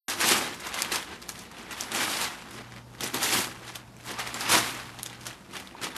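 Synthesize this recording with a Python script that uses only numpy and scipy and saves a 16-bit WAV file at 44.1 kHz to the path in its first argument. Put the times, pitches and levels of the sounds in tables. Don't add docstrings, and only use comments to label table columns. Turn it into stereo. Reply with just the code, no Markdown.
import sys
import numpy as np
from scipy import signal
from scipy.fft import rfft, irfft, next_fast_len
from scipy.io import wavfile
from scipy.ndimage import uniform_filter1d, map_coordinates

SR = 44100
rng = np.random.default_rng(int(sys.argv[2]) if len(sys.argv) > 2 else 0)


def file_out(sig):
    cols = np.atleast_2d(sig).T
    lim = np.clip(cols, -1, 1)
    pcm = np.round(lim * 32767).astype(np.int16)
    wavfile.write(sys.argv[1], SR, pcm)


N = 263256
T = np.arange(N) / SR

# peak_s, rustle_db, swell_s and fade_s (per 20 dB),
# treble_db and flap_db (both relative to the rustle)
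SCRUNCHES = [(0.104, -35.5, 0.23, 0.23, 0.5, -6), (0.207, -31.0, 0.024, 0.27, 3, -20.0),
             (0.241, -29, 0.039, 0.06, -10.0, -7.5), (0.287, -33.0, 0.17, 0.21, 7.5, 0.0),
             (0.318, -26.0, 0.034, 0.084, 2.5, -3), (0.378, -34.5, 0.081, 0.11, 2, -7),
             (0.443, -38.5, 0.33, 0.244, -4, -6), (0.541, -55, 0.035, 0.718, 4.5, -15.5),
             (0.665, -39.5, 0.126, 0.18, -4, -10.0), (0.75, -38, 0.072, 0.091, -4.5, -12.5),
             (0.79, -38, 0.079, 0.24, -1, -5), (0.85, -42.5, 0.035, 0.11, -1, -4),
             (0.924, -37.0, 0.027, 0.19, 5.5, -4.5), (0.956, -35, 0.13, 0.11, -8, -16.5),
             (1.134, -44.0, 0.23, 0.11, -12.5, -4.5), (1.224, -49, 0.051, 0.087, -2, -12.0),
             (1.294, -48.0, 0.021, 0.057, 11.5, -2), (1.41, -51.5, 0.42, 0.17, 1.5, 1),
             (1.596, -46.5, 0.22, 0.27, -8.5, -2), (1.729, -40.5, 0.079, 0.059, -3.5, -3.5),
             (1.819, -39.5, 0.158, 0.14, 0, -6.5), (1.959, -34.5, 0.078, 0.186, 0.5, -2),
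             (2.029, -32.5, 0.16, 0.1, 0.5, -6.5), (2.108, -35.5, 0.28, 0.42, 2, -5),
             (2.224, -34.5, 0.19, 0.13, 1.0, -18), (2.542, -54.5, 0.114, 0.121, 7, -20.0),
             (2.61, -46, 0.33, 0.063, -11, -2), (2.782, -49.0, 0.28, 0.059, -10, -2.0),
             (2.95, -56, 0.13, 0.17, -6, 0), (3.035, -37.0, 0.052, 0.14, 3.5, -1),
             (3.144, -36.5, 0.024, 0.2, 2, -0.5), (3.231, -33.5, 0.065, 0.38, 4.5, -7.0),
             (3.334, -31, 0.043, 0.15, 4.5, -7.5), (3.39, -36.5, 0.31, 0.16, 8, -1),
             (3.687, -46.5, 0.2, 0.21, -4, -6.5), (3.756, -47, 0.031, 0.055, 5.5, -7),
             (4.089, -52.0, 0.168, 0.027, 7.5, -2), (4.112, -38.0, 0.087, 0.114, -6, -6.5),
             (4.196, -33.5, 0.032, 0.096, -5, -16), (4.278, -41.5, 0.17, 0.1, -4, -6.5),
             (4.365, -39.5, 0.12, 0.115, -3, -7.5), (4.412, -38.5, 0.07, 0.167, 1, -6.5),
             (4.466, -31.5, 0.042, 0.035, -11, -18), (4.502, -30.5, 0.037, 0.18, 5, -6),
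             (4.525, -30.5, 0.05, 0.18, 5.5, -10), (4.546, -24.5, 0.048, 0.076, -4, -2),
             (4.578, -31, 0.15, 0.08, 6, -6), (4.638, -39, 0.11, 0.42, 1.5, -7),
             (4.788, -43.0, 0.7, 0.13, -13, -12.5), (5.001, -49.0, 0.15, 0.028, -2, -4),
             (5.067, -56, 0.14, 0.087, 8, 0), (5.101, -49, 0.058, 0.29, -7, -12),
             (5.214, -55.5, 0.051, 0.641, 1, -2), (5.263, -41.5, 0.023, 0.135, -2, -6.5),
             (5.567, -42.5, 0.098, 0.16, -2.5, -0.5), (5.664, -54.5, 0.074, 0.269, -3, -7),
             (5.784, -47.5, 0.087, 0.107, -31, -1.5), (5.833, -34, 0.033, 0.133, -2, -3.5),
             (5.958, -44.5, 0.019, 0.72, -4, -7.0)]
# peak_s, level_db (before the mix weights),
# pitch_hz, crumble_db (relative to the click), treble_db (of the bright crack and crumble, relative to the
CREASE_SNAPS = [(.0833, -20, 1720, -8.5, -16), (0.099, -18, 6500, -9.5, -5), (.2045, -16, 2700, -20, -10),
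                (0.21, -18, 1320, -21, -8), (.5459, -28, 2150, -13, -5), (0.6027, -30.5, 3530, -7.5, -3),
                (.67, -21, 6500, -25, -7), (.7282, -29, 2020, -38, -9), (0.742, -20, 2890, -8, -10),
                (.7892, -17, 2110, -34, -12), (0.8212, -7.5, 4730, -27, -2.5), (.8486, -19, 2710, -34, -14),
                (.919, -15.5, 1810, -7.5, -14), (0.9588, -10.5, 4550, -17, -4),
                (1.2188, -29, 4520, -14, -10), (1.2262, -27, 4540, -34, -13), (1.2922, -16, 5770, -20, -4),
                (1.3207, -27, 6800, -33, -3), (1.3566, -30, 3140, -16, -15), (1.3909, -30.5, 7880, -9, -5),
                (1.515, -31, 1340, -15.5, -6), (1.5693, -28, 2650, -25, -15), (1.5849, -32, 1340, -21, -11),
                (1.6297, -29, 1510, -39, -3), (1.7102, -26, 2630, -8.5, -15), (1.7195, -24, 2540, -34, -10),
                (1.8098, -12.5, 5840, -21, -4), (1.8363, -20, 5530, -29, -12),
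                (1.9185, -15.5, 3730, -13.5, -10), (1.9492, -15.5, 2930, -16.5, 1),
                (2.2154, -12, 2580, -33, -3), (2.278, -24, 3830, -34, -10), (2.509, -31, 1340, -15, -4),
                (2.722, -28, 1900, -23, -14), (2.764, -28, 2110, -34, -17),
                (3.0075, -14, 3420, -16.5, -7.5), (3.0198, -21, 5080, -36, -7), (3.036, -17, 5120, -26, -6),
                (3.0421, -14.5, 5680, -34, -4), (3.0755, -23, 9000, -14, -2), (3.1018, -25, 3190, -30, -16),
                (3.1443, -12.5, 3630, -21, 0), (3.231, -10, 4830, -25, -3), (3.6789, -28.5, 4130, -11, -11),
                (3.7575, -19, 3360, -17, -7), (3.967, -35.5, 2370, -26.5, -5),
                (4.1146, -29.5, 1380, -8, -2), (4.1886, -23, 1590, -9, -21), (4.274, -18, 2040, -14, -21),
                (4.3432, -14, 7400, -19, -6.5), (4.3982, -24, 2710, -35, -15),
                (4.4089, -18.5, 4910, -16, -7), (4.4925, -13.5, 3120, -12.5, -6),
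                (4.546, -27, 2180, -24, -6), (4.9894, -24.5, 3600, -20, -19), (4.997, -26, 3600, -20, -15),
                (5.0317, -14, 10800, -28, -4.5), (5.062, -17, 3500, -22, -7.5),
                (5.0992, -23, 3340, -20, -22), (5.13, -24, 2000, -25, -25), (5.213, -28, 4910, -22, -12),
                (5.256, -27, 3230, -18, -4), (5.2675, -17.5, 1520, -15.5, -1), (5.2732, -29, 5560, -34, -4),
                (5.33, -27, 3100, -17.5, -20), (5.5102, -33, 2025, -18, -14), (5.5388, -27, 1510, -17, -13),
                (5.5676, -17.5, 2660, -19, -20), (5.6, -26.5, 2500, -16, -5),
                (5.6739, -25.5, 3600, -25, -18), (5.8164, -27, 1335, -10, -13),
                (5.8426, -17.5, 3320, -12, -19), (5.9645, -22.5, 3000, -8.5, -5)]
# frequency_hz, density_db
PAPER_SPECTRUM = [(290, 4), (500, -0.5), (605, -4), (829, -1), (990, -0.5), (1200, -1.5), (1410, -2),
                  (3340, -1.5), (11400, -4), (13100, -8.5)]
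# frequency_hz, density_db
SHEET_SPECTRUM = [(26, -49), (45, -22.5), (114, -5), (156, -10), (249, 0.5), (287, -3), (344, 2),
                  (384, -4.5), (564, -5), (800, -1), (1040, -17), (1760, -120)]
# delay_s, level_db (relative to the sound sent to the room)
REFLECTIONS = [(.0025, -12.5), (.0053, -55), (.0078, -21.5), (0.0086, -13), (.0145, -41), (0.027, -21)]
# frequency_hz, t60_s
ROOM_DECAY = [(150, 0.51), (1000, 0.16), (4000, 0.18), (12000, 0.13)]
# frequency_hz, density_db
AIR_SPECTRUM = [(14, -30), (30, -20), (55, 0), (80, -3), (100, -4.5), (150, -3), (187, 2), (260, -6),
                (465, -11.5), (1000, -11.5), (2700, -26.5), (4900, -24.5), (13100, -32.5)]
# frequency_hz, level_db (relative)
HUM_PARTIALS = [(60, -14), (120, 0), (181, -26.5), (240, -18)]
# start_s, level_db, pitch_hz, t60_s
HOLLOW_POP = (5.7503, -33, 965, .035)

START_S, TOP_HZ = .0815, 13200
AIR_DB = -51.5
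WIDE_HZ = 4000
TREBLE_QUICKER = 1.604
EDGE_DB, EDGE_SHARE = -3.95, 0.15
EDGE_SAG = 0.057
SNAP_HZ, BLOW_S = 3000, .0004
THUD_DB, THUD_DB_PER_OCTAVE = -18, -1.5
SMALL_SNAPS = 150
SMALL_DB, SMALL_SPREAD_DB = 9.5, 2.5
SMALL_HZ, SMALL_OCTAVES = 2720, 0.61
SMALL_CRUMBLE_DB, SMALL_TREBLE_DB = -14, -16
HUM_ON_S, HUM_OFF_S, HUM_SWITCH_S = 2.52, 5.34, .03
HUM_DB, HUM_WAVER_DB = -53, 1.3


def amp(db):
    return 10 ** (np.asarray(db) / 20)


def unit(x):
    return x / np.sqrt(np.mean(x ** 2) + 1e-20)


def along(points, hz):
    f, v = np.transpose(points)
    return np.interp(np.log(hz + 1), np.log(f + 1), v)


def wobble(rate):
    knots = rng.standard_normal(int(N * rate / SR) + 4)
    return map_coordinates(knots, [T * rate])


def filtered(x, response):
    m = next_fast_len(N + SR // 2)
    return irfft(rfft(x, m) * response(np.fft.rfftfreq(m, 1 / SR)), m)[..., :N]


def above(hz, edge_hz):
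    return hz ** 6 / (hz ** 6 + edge_hz ** 6)


def random_field(shape, bins, frames):
    return unit(uniform_filter1d(uniform_filter1d(rng.standard_normal(shape), bins, 0), frames, 1))


def patches(x, depth_db, bins, frames):
    z = signal.stft(x, nperseg=256)[2]
    gain = amp(depth_db * random_field(z.shape, bins, frames))
    return unit(signal.istft(z * gain, nperseg=256)[1][:N])


def room_air():
    noise = patches(rng.standard_normal(N), 1.2, bins=4, frames=20)
    return amp(AIR_DB) * unit(filtered(noise, lambda hz: amp(along(AIR_SPECTRUM, hz))))


def pull():
    power = np.full((4, N // 32 + 2), 1e-9)
    t = np.arange(power.shape[1]) * 32 / SR
    for s, db, swell_s, fade_s, treble_db, flap_db in SCRUNCHES:
        shape_db = -20 * np.maximum((s - t) / max(swell_s, .005), (t - s) / max(fade_s, .005))
        edge_db = EDGE_DB - EDGE_SAG * (db + 42) + EDGE_SHARE * treble_db
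        edge_db = edge_db + (1 + TREBLE_QUICKER) / 2 * shape_db
        crisp_db = treble_db + TREBLE_QUICKER * shape_db
        power += amp(db + np.array([shape_db, edge_db, crisp_db, flap_db + shape_db])) ** 2
    return [np.interp(T, t, 10 * np.log10(p)) for p in power]


def crinkles(count, spread_db, top_db, clump_db, hiss):
    draw = rng.random((count, 2))
    sizes = amp(np.minimum(-spread_db * np.log(1 - draw[:, 1]), top_db))
    ticks = np.bincount((draw[:, 0] * N).astype(int), sizes, N)
    fade = amp(-60 * np.arange(400) / SR / 0.0042)
    bursts = np.convolve(ticks, fade)[:N] * rng.standard_normal(N)
    clumps = amp(clump_db * (wobble(35) + wobble(110)) / np.sqrt(np.maximum(hiss, 1)))
    mixture = (unit(bursts) + hiss * rng.standard_normal(N)) / np.sqrt(1 + hiss ** 2)
    return unit(clumps * mixture)


def rustle(level_db, edge_db, crisp_db, flap_db):
    hiss = amp(0.37 * np.clip(level_db + 54, -7, 20))
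    crackle = crinkles(count=4000, spread_db=5.0, top_db=7.5, clump_db=1.05, hiss=hiss)
    grain = patches(crackle, 1.47, bins=9, frames=3)

    def band(x, spectrum, low_hz, high_hz):
        def response(hz):
            return amp(along(spectrum, hz)) * np.sqrt(above(hz, low_hz) - above(hz, high_hz))
        return unit(filtered(x, response))

    body = band(grain, PAPER_SPECTRUM, 640, 1900)
    edge = band(grain, PAPER_SPECTRUM, 1900, WIDE_HZ)
    crisp = band(grain, PAPER_SPECTRUM, WIDE_HZ, SR)
    lumps = amp(2.0 * wobble(22.04)) * rng.standard_normal(N)
    flap = band(lumps, SHEET_SPECTRUM, 85, 510)
    return amp(level_db) * body + amp(edge_db) * edge + amp(crisp_db) * crisp + amp(flap_db) * flap


def small_snaps(edge_db):
    s = rng.random(SMALL_SNAPS) * (N - 1) / SR
    size, pitch = rng.standard_normal((2, SMALL_SNAPS))
    db = np.interp(s, T, edge_db) + SMALL_DB + SMALL_SPREAD_DB * size
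    hz = SMALL_HZ * 2 ** (SMALL_OCTAVES * pitch)
    return [(max(a, .001), b, c, SMALL_CRUMBLE_DB, SMALL_TREBLE_DB) for a, b, c in zip(s, db, hz)]


def snaps(rows):
    dull, bright, t = np.zeros(N + SR), np.zeros(N + SR), np.arange(SR // 8) / SR
    for s, db, hz, crumble_db, treble_db in rows:
        thud_db = THUD_DB + THUD_DB_PER_OCTAVE * np.log2(hz / SNAP_HZ)
        noise = rng.standard_normal((3, len(t)))
        blow = (t / BLOW_S) ** 2 * np.exp(2 - 2 * t / BLOW_S)
        ring = np.sin(2 * np.pi * hz * t) * np.sqrt(blow) * np.exp(-t * hz / 9)
        crack = blow * noise[0] / abs(blow * noise[0]).max()
        fibres = amp(1.6 * unit(uniform_filter1d(noise[2], 40)))
        crumble = amp(crumble_db) * fibres * noise[1] * np.exp(-(t / 0.0072) ** 2)
        thud_hz = 800 * rng.uniform(0.66, 1.4)
        thud = amp(thud_db) * np.sin(2 * np.pi * thud_hz * t) * amp(-60 * t / 0.018)
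        at = round((s - BLOW_S) * SR)
        dull[at:][:len(t)] += amp(db) * (0.46 * ring + 0.61 * crack + 1.13 * crumble + 0.18 * thud)
        bright[at:][:len(t)] += amp(db) * (0.34 * ring + amp(treble_db) * (1.1 * crack + 0.98 * crumble))
    low = filtered(dull[:N], lambda hz: above(hz, 200) * (1 - above(hz, 8500)))
    return low + filtered(bright[:N], lambda hz: above(hz, 5500))


def room(x, wet_db):
    out, step = np.zeros(N + 2 * SR), SR // 4
    for s, db in REFLECTIONS:
        out[round(s * SR):][:N] += amp(db) * x
    for i in range(0, N, step):
        hz, t, z = signal.stft(rng.standard_normal(SR // 2), SR, nperseg=256)
        decay = amp(-60 * t / along(ROOM_DECAY, hz)[:, None])
        tail = signal.istft(z * decay, SR, nperseg=256)[1]
        answer = signal.fftconvolve(x[i:i + step], tail / np.linalg.norm(tail))
        out[i + 300:][:len(answer)] += amp(wet_db) * answer
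    return out[:N]


def spread(x, cracks):
    hz, _, z = signal.stft(x, SR, nperseg=1024)
    crack_power = abs(signal.stft(cracks, SR, nperseg=1024)[2][100:]) ** 2
    calm = crack_power.sum(0) < .6 * (abs(z[100:]) ** 2).sum(0)
    field = random_field(z.shape, bins=50, frames=5)
    opened = (field > -.55) & (hz[:, None] > 1.04 * WIDE_HZ) & calm
    scrambled = abs(z) * np.exp(2j * np.pi * rng.random(z.shape))
    return signal.istft(opened * scrambled, SR, nperseg=1024)[1][:N]


def mains_hum():
    hum = np.zeros(N)
    for hz, db in HUM_PARTIALS:
        phase = 2 * np.pi * hz * T + 0.17 * wobble(4.95)
        hum += amp(db + HUM_WAVER_DB * wobble(5.42)) * np.sin(phase)
    on = np.clip(np.minimum(T - HUM_ON_S, HUM_OFF_S - T) / HUM_SWITCH_S, 0, 1)
    return np.sqrt(2) * amp(HUM_DB) * on * hum


def pop():
    s, db, hz, t60 = HOLLOW_POP
    t = np.maximum(T - s, 0)
    return amp(db - 60 * t / t60) * np.sin(2 * np.pi * hz * t)


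def scene():
    levels = pull()
    paper = rustle(*levels)
    cracks = snaps(small_snaps(levels[1]) + CREASE_SNAPS) + pop()
    steady = paper + room(0.19 * paper, wet_db=0.5) + room_air() + mains_hum()
    cracks = cracks + room(cracks, wet_db=-21)
    side = amp(.4) * spread(steady, cracks)
    return steady + cracks + np.array([side, -side])


def record(dry):
    opening = np.clip((T - START_S) * 1000, 0, 1)
    return filtered(dry * opening, lambda hz: hz < TOP_HZ)


dry = scene()
out = record(dry)
file_out(out)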